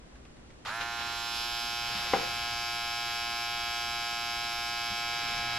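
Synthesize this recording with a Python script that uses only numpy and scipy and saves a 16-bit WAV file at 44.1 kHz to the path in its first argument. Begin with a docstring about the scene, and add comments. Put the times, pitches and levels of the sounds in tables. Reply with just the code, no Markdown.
"""A steady whine springs up from a quiet, humming room, among finger ticks and rubs and one knock on a desk.
The whine is a small three-slot motor held bare in the hand: one turn of sound, built from tones at
multiples of the shaft speed, repeats faster as the motor spins up and changes as the hand opens.
Brush hiss, skin rubs and room air are shaped noise; ticks, knock and thuds are dying tones and noise puffs."""
import sys
import numpy as np
from scipy import signal
from scipy.fft import irfft
from scipy.io import wavfile
from scipy.ndimage import uniform_filter1d, map_coordinates

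SR = 44100
rng = np.random.default_rng(int(sys.argv[2]) if len(sys.argv) > 2 else 0)


def log_audio(samples):
    """Write samples as a 16-bit WAV file to the path given in sys.argv[1]."""
    # one column per channel
    frames = np.atleast_2d(samples).T
    # limit to full scale, then quantise
    limited = np.clip(frames, -1, 1)
    pcm = np.round(limited * 32767).astype(np.int16)
    wavfile.write(sys.argv[1], SR, pcm)


N = 246463  # length in samples

# Room air. Each row: frequency in Hz, relative level in dB per Hz.
ROOM_COLOUR = [(12, -32), (20, -1.5), (66, -1.5), (91, -9), (242, -8), (309, -10.5), (451, -12), (592, -15),
               (8660, -32), (13000, -52)]
ROOM_DB = -52
# How alike the room air is left and right. Each row: frequency in Hz, likeness from -1 to 1.
ROOM_LIKENESS = [(60, 1), (380, 0.27), (2380, -0.19), (15000, -1.02)]
# Mains hum. Each row: frequency in Hz, level in dB before it wavers.
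MAINS_HUM = [(60, -60.5), (120, -69.5), (240, -66)]

# Finger ticks on the button and board. Each row: start in seconds, level in dB, pitch in Hz.
FINGER_TICKS = [(0.156, -49, 1630), (0.2523, -47.5, 2540), (0.3681, -52, 2030), (0.504, -48, 1990),
                (0.6506, -35, 1480), (0.6564, -36, 1320), (0.8113, -27, 1340)]
# Skin sliding on the housing. Each row: start in seconds, time to the peak in seconds, level in dB.
SKIN_RUBS = [(0.647, 0.028, -39), (.802, .013, -36.5), (0.978, 0.027, -40), (1.05, 0.043, -45.5),
             (1.1, 0.45, -54), (1.801, 0.19, -42.5), (2.1, .2, -51.5), (4.85, .15, -54), (5.05, 0.27, -44),
             (5.4, .2, -51.5)]
# Colour of the rubbing skin. Each row: frequency in Hz, relative level in dB per Hz.
SKIN_COLOUR = [(150, -4), (300, -11), (2000, -4.5), (4000, -5), (7000, -21.5), (11000, -53)]

# How the hand holds the motor. Each row: time in seconds, grip (0 cupped, 1 lifted, 2 open),
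# left over right in dB.
HAND_HOLD = [(.75, 0.041, -2), (.95, 0.35, -2.5), (1.3, .8, -3), (1.5, 1.32, -2), (1.85, 1.38, -0.8),
             (2.05, 1.45, 0.5), (2.4, 1.63, 0.5), (4.0, 1.71, 0), (4.9, 1.71, 0), (5.59, 1.9, -0.3)]
# Treble shading by the palm, in dB per octave: cupped, lifted, open.
PALM_SHADE_DB = (-5.5, 1.9, -0.5)
# The other hand comes over the motor and shades it more.
REACH_S, REACH_DB_PER_S = 4.7, -1
ON_S, TOP_HZ, SAG_HZ_PER_S = 0.65, 117.62, 0.025  # switch-on, shaft turns per second, slow sag
# Spin-up: speed missing at switch-on, time and shape of the catch-up, then a small slow settling.
LAG_HZ, SPIN_S, SPIN_SHAPE, SETTLE_HZ, SETTLE_S = 53.85, 0.045, 1.35, 1.1, 0.3
SLOW_DB = -42  # tone loss per octave of missing speed, one octave or more from the middle
STEP = 512  # samples between two shapes of the turn

# Brush clicks in one turn. Each row: place in turns, then level in dB near 1, 1.8, 2.7, 5 and 11 kHz.
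SLOT_CLICKS = [(0, -2, -3, 1, -1.5, 0.5), (0.319, -0.47, 1, -4.5, 0.5, -12),
               (0.659, -1.2, -7.5, -23, -3, -11)]
# Housing colour of the clicks. Each row: frequency in Hz, dB when cupped, dB when lifted.
HOUSING_COLOUR = [(497, -54, -68), (713, -53, -55.5), (813, -41, -44), (1040, -53.5, -55),
                  (1280, -48.5, -51), (1620, -47, -52.5), (1920, -55, -66), (2460, -55.5, -51.5),
                  (3050, -61, -52), (3430, -63, -49.5), (4100, -57, -54), (4370, -67, -56),
                  (5180, -64, -52), (5450, -57, -49)]
# Housing tones in the open hand, before shading. Each row: multiple of the shaft speed, level in dB.
OPEN_TONES = [(6, -43.5), (7, -43.5), (8, -57.5), (9, -47), (10, -63.5), (11, -45.5), (12, -47.5),
              (13, -53), (14, -43), (15, -56), (16, -62), (17, -57.5), (18, -48.5), (19, -45), (20, -44.5),
              (21, -51.5), (22, -46), (23, -51), (24, -63), (25, -48.5), (26, -50), (27, -61), (28, -45.5),
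              (29, -65), (30, -65), (31, -50.5), (32, -67.5), (33, -48), (34, -60), (35, -59.5), (36, -87),
              (37, -55), (38, -55), (39, -68), (40, -49), (41, -54), (42, -50.5), (43, -67), (44, -50),
              (45, -47), (46, -69)]
# Low tones, hardly radiated. Each row: multiple of the shaft speed, level in dB.
WEAK_LOW_TONES = [(2, -76), (3, -59.5), (4, -68.5), (5, -77.5)]
# The once-a-turn tone of the unbalanced shaft. Each row: time in seconds, level in dB.
SHAFT_UNBALANCE = [(.65, -62), (2.5, -60.5), (4.9, -63.5), (5.15, -64), (5.59, -47.5)]
# Upper tones. Each row: frequency in Hz, relative level in dB.
UPPER_TONES = [(3180, -30), (5400, 2), (5990, -6), (6510, 0), (6760, -12), (7440, -1), (8510, -27.5),
               (10700, -7.5), (11900, -8.5), (12900, -20), (14500, -21), (15200, -60)]
UPPER_TONES_DB = -63
# Balance of the tones, before a random spread. Each row: frequency in Hz, left over right in dB.
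TONE_LEAN = [(700, -0.7), (1500, -1), (2500, -1), (3500, 0), (6000, -3), (12000, 1)]
# Stereo width of the tones. Each row: frequency in Hz, side over mid in dB before a further cut.
TONE_WIDTH = [(60, -42), (240, -9), (950, -18.5), (3770, -3), (15000, 4.5)]
# Random phase spread of the tones, which softens the clicks. Each row: frequency in Hz, spread in radians.
PHASE_SPREAD = [(700, 1), (1800, 1), (2300, 0.34), (4000, 0.95), (9000, 0.63)]
# How late the housing answers the click. Each row: frequency in Hz, delay in seconds.
HOUSING_DELAY = [(700, 0.00092), (1500, 0.00052), (2200, 0.00011), (3500, .00005), (5200, 0.00037),
                 (9000, .0001)]
# Brush hiss. Each row: frequency in Hz, relative level in dB per Hz.
BRUSH_COLOUR = [(400, -28), (700, -10), (1500, -1.5), (5000, 2), (6500, -4), (8000, -5.5), (9000, -16),
                (11000, -8), (13000, -13), (15000, -38)]
BRUSH_DB = -48.5  # before the palm shades it

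# Soft thuds. Each row: start in seconds, level in dB, pitch in Hz.
SOFT_THUDS = [(1.949, -39, 204), (2.42, -49, 70.4), (2.521, -40, 98), (4.9, -40, 100), (4.909, -40, 202)]
# The knock and its two bounces. Each row: start in seconds, level in dB.
DESK_KNOCKS = [(2.1354, -17), (2.157, -31), (2.184, -31)]
# Ringing of the desk top. Each row: frequency in Hz, relative level in dB, time to fall 60 dB in seconds.
DESK_MODES = [(176, -23, 0.18), (351, -12, 0.11), (510, 2, 0.036), (670, -7, 0.017), (787, -0.5, 0.059),
              (990, -3, 0.032), (1480, -10, 0.03), (2090, -1, 0.018), (2840, -10, 0.015)]


def amp(db):
    """Turn decibels into an amplitude factor."""
    return 10 ** (np.asarray(db) / 20)


def evened(x):
    """Scale to an average (RMS) size of one."""
    return x / np.sqrt(np.mean(x ** 2) + 1e-20)


def read(points, hz):
    """Read a frequency table between its rows, on a log frequency scale."""
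    f, value = np.transpose(points)
    return np.interp(np.log(hz + 1), np.log(f + 1), value)


def curve(rows, x):
    """Read every further column of a table in straight lines along its first column."""
    first, *columns = np.transpose(rows)
    return [np.interp(x, first, column) for column in columns]


def add(mix, start_s, sound):
    """Lay a sound into the mix at a start time."""
    part = mix[round(start_s * SR):][:len(sound)]
    part += sound[:len(part)]


def hiss(colour, likeness, patchy_db, size=512):
    """Two channels of noise with a spectrum, a left-right likeness and drifting patches."""
    hz = np.fft.rfftfreq(size, 1 / SR)
    frames = 4 * N // size + 5
    a, b, c, d, patches = rng.standard_normal((frames, len(hz), 5)).T
    patches = uniform_filter1d(patches, size=8, axis=0)  # smooth over frequency
    patches = evened(uniform_filter1d(patches, size=12, axis=1))  # and over time
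    same = np.clip(read(likeness, hz), -1, 1)[:, None]
    left = a + 1j * b
    right = same * left + np.sqrt(1 - same ** 2) * (c + 1j * d)
    spectrum = np.array([left, right]) * amp(read(colour, hz)[:, None] + patchy_db * patches)
    _, noise = signal.istft(spectrum, nperseg=size, noverlap=3 * size // 4)
    return evened(noise[:, :N])


def ring(hz, t60, rise):
    """One dying tone with a soft start; it falls 60 dB in t60 seconds."""
    t = np.arange(SR // 4) / SR
    return np.sin(2 * np.pi * hz * t) * amp(-60 * t / t60) * (1 - np.exp(-t / rise))


def burst(lo_hz, hi_hz, t60):
    """A dying puff of noise in one band."""
    t = np.arange(SR // 4) / SR
    band = signal.butter(2, [lo_hz, hi_hz], "band", fs=SR, output="sos")
    noise = signal.sosfilt(band, rng.standard_normal(len(t)))
    return evened(noise) * amp(-60 * t / t60)


def room():
    """Ventilation rumble and microphone hiss are shaped noise; the mains hum is wavering sine tones."""
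    t = np.arange(N) / SR
    hum = np.zeros(N)
    for hz, db in MAINS_HUM:
        waver_db = 1.1 * evened(uniform_filter1d(rng.standard_normal(N), size=8000))
        hum += amp(db + waver_db) * np.sin(2 * np.pi * hz * t)
    air = hiss(ROOM_COLOUR, ROOM_LIKENESS, 0.31, size=2048)
    return amp(ROOM_DB) * air + hum


def fingers():
    """Skin rubs in a grainy rustle; nails and the button tick on the board."""
    grain_db = 1.4 * evened(uniform_filter1d(rng.standard_normal(N), size=200))
    rub = evened(hiss(SKIN_COLOUR, [(300, 1.0), (5000, 0.22)], 1.0) * amp(grain_db))
    strokes = np.zeros(N)
    for start_s, rise_s, db in SKIN_RUBS:
        u = np.arange(0, 6, 1 / (rise_s * SR))  # time in units of the rise; the peak is at 1
        add(strokes, start_s, amp(db) * (u * np.exp(1 - u)) ** 1.42)
    ticks = np.zeros(N)
    for start_s, db, hz in FINGER_TICKS:
        snap = 0.32 * burst(1200, 6000, 0.0073)
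        tail = 0.31 * burst(900, 3200, 0.11)
        tone = 0.72 * ring(hz, 0.018, 0.0002)
        add(ticks, start_s, amp(db) * (snap + tail - tone))
    return rub * strokes + ticks


def speed(t):
    """Shaft turns per second: it catches up quickly, settles, then sags a little."""
    on = np.maximum(t - ON_S, 0)
    lag = LAG_HZ * np.exp(-(on / SPIN_S) ** SPIN_SHAPE)
    settling = SETTLE_HZ * np.exp(-on / SETTLE_S)
    return TOP_HZ - lag - settling - SAG_HZ_PER_S * on


def shade(t):
    """Treble shading by both hands, dB per octave."""
    palm = np.interp(curve(HAND_HOLD, t)[0], range(3), PALM_SHADE_DB)
    return palm + REACH_DB_PER_S * np.maximum(t - REACH_S, 0)


def clicks(k, hz):
    """Spectrum of one turn's brush clicks; each slot has its own colour, and its place sets the phase."""
    bands_hz = [1000, 1800, 2700, 5000, 11000]
    return sum(amp(np.interp(hz, bands_hz, db)) * np.exp(-2j * np.pi * k * place)
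               for place, *db in SLOT_CLICKS)


def tone_levels(t, k, hz, uneven_db):
    """Level of each shaft multiple over time in dB, set by housing, grip, shading and speed."""
    grip = curve(HAND_HOLD, t)[0]
    tone_db = np.tile(UPPER_TONES_DB + read(UPPER_TONES, hz) + uneven_db, (len(t), 1))
    cupped, lifted = curve(HOUSING_COLOUR, speed(t)[:, None] * k)
    cupped, lifted = cupped + 0.8 * uneven_db, lifted + 0.6 * uneven_db
    for order, opened in OPEN_TONES:
        i = round(order) - 1
        closed_hand = cupped[:, i] + grip * (lifted - cupped)[:, i]
        opening_hand = lifted[:, i] + (grip - 1) * (opened - lifted[:, i])
        tone_db[:, i] = np.where(grip < 1, closed_hand, opening_hand)
    for order, db in WEAK_LOW_TONES:
        tone_db[:, round(order) - 1] = db
    tone_db[:, 0] = curve(SHAFT_UNBALANCE, t)[0]
    tone_db += shade(t)[:, None] * np.clip(np.log2(hz / 3400.0), 0, 2)
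    missing_octaves = np.log2(TOP_HZ / speed(t))[:, None]
    tone_db += SLOW_DB * missing_octaves * np.minimum(abs(np.log2(hz / 1670.0)), 1)
    return tone_db


def whine(turns):
    """The sound repeats every turn: one turn is built from shaft multiples and changes with the grip."""
    t = np.arange(N // STEP + 2) * STEP / SR
    pan_db = curve(HAND_HOLD, t)[1]
    k = np.arange(1, 130)  # multiples of the shaft speed
    hz = k * TOP_HZ
    turn = clicks(k, hz)  # gives the tones their timing and their unevenness
    uneven_db = 20 * np.log10(abs(turn) + 0.11)
    tone_db = tone_levels(t, k, hz, uneven_db)
    lean_db = read(TONE_LEAN, hz) + 0.77 * rng.standard_normal(len(k))
    lean_db[0] = 0
    for order, _ in WEAK_LOW_TONES:
        lean_db[round(order) - 1] = 0
    # Each tone wavers, the high ones most, and gets a random phase offset.
    drift = evened(uniform_filter1d(rng.standard_normal((2, len(t), len(k))), size=12, axis=1))
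    drift = drift * (hz / 3850.0) ** 0.56
    late = 2 * np.pi * TOP_HZ * np.cumsum(read(HOUSING_DELAY, hz))
    offset = read(PHASE_SPREAD, hz) * rng.standard_normal(len(k))
    phase = np.angle(turn) + offset - late + 0.18 * drift[1]
    mid = np.sqrt(2) * amp(tone_db + drift[0]) * np.exp(1j * phase)
    # The real part of the side leans left or right, the imaginary part widens.
    ratio = amp(lean_db + pan_db[:, None])
    width = rng.choice([-1, 1], len(k)) * amp(read(TONE_WIDTH, hz) - 3.0)
    side = (ratio - 1) / (ratio + 1) + 1j * width
    size = 4096  # points in one turn
    where = [np.arange(N) / STEP, turns % 1 * size]
    channels = []
    for way in (1, -1):
        spectrum = np.pad(mid * (1 + way * side), ((0, 0), (1, 0)))
        shapes = irfft(spectrum, size) * size / 2
        shapes = np.c_[shapes, shapes[:, :1]]  # close the turn on itself
        channels.append(map_coordinates(shapes, where, order=1))
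    return np.array(channels)


def brushes(turns):
    """Hiss of the brushes, flaring at each slot, shaded by the palm."""
    flare = sum(np.exp(-((turns - place) % 1) / 0.19) for place, *_ in SLOT_CLICKS)
    noise = hiss(BRUSH_COLOUR, [(500, 0.8), (9000, 0.09)], 3.8)
    noise = evened(noise * (0.62 + flare))
    return amp(BRUSH_DB + 0.1 * shade(np.arange(N) / SR)) * noise


def motor():
    """Whine and brush hiss follow the shaft's turns and fade in quickly when the button closes."""
    t = np.arange(N) / SR
    turns = np.cumsum(speed(t)) / SR
    return (whine(turns) + brushes(turns)) * np.clip((t - ON_S) / 0.021, 0, 1)


def desk():
    """A knock rings the desk top and comes back from the walls; soft thuds come through the desk."""
    thuds, knock = np.zeros(N), np.zeros(N)
    for start_s, db, hz in SOFT_THUDS:
        add(thuds, start_s, amp(db) * ring(hz, 0.16, 0.0035))
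    for start_s, db in DESK_KNOCKS:
        ringing = sum(amp(mode_db) * ring(hz, t60, 0.00063) for hz, mode_db, t60 in DESK_MODES)
        add(knock, start_s, amp(db) * (ringing + 0.43 * burst(173, 1130, 0.12)))
    # Walls: dying noise that begins 8 ms after the knock.
    t = np.arange(SR // 2) / SR
    walls = rng.standard_normal((2, len(t))) * amp(-60 * t / 0.5) * (t > 0.008)
    walls /= np.linalg.norm(walls[0])
    echo = signal.fftconvolve(knock[None], walls, axes=1)[:, :N]
    direct = knock * amp([[2.0], [-1.0]])  # left, right
    return direct + amp(-7.0) * echo + thuds


def scene():
    """Room, fingers, motor and desk together."""
    return room() + fingers() + motor() + desk()


def record(dry):
    """Soften the very top: a low-pass filter near 15.3 kHz."""
    lowpass = signal.firwin(511, 15300, window=("kaiser", 9), fs=SR)
    return signal.oaconvolve(dry, lowpass[None], "same")


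dry = scene()
out = record(dry)
log_audio(out)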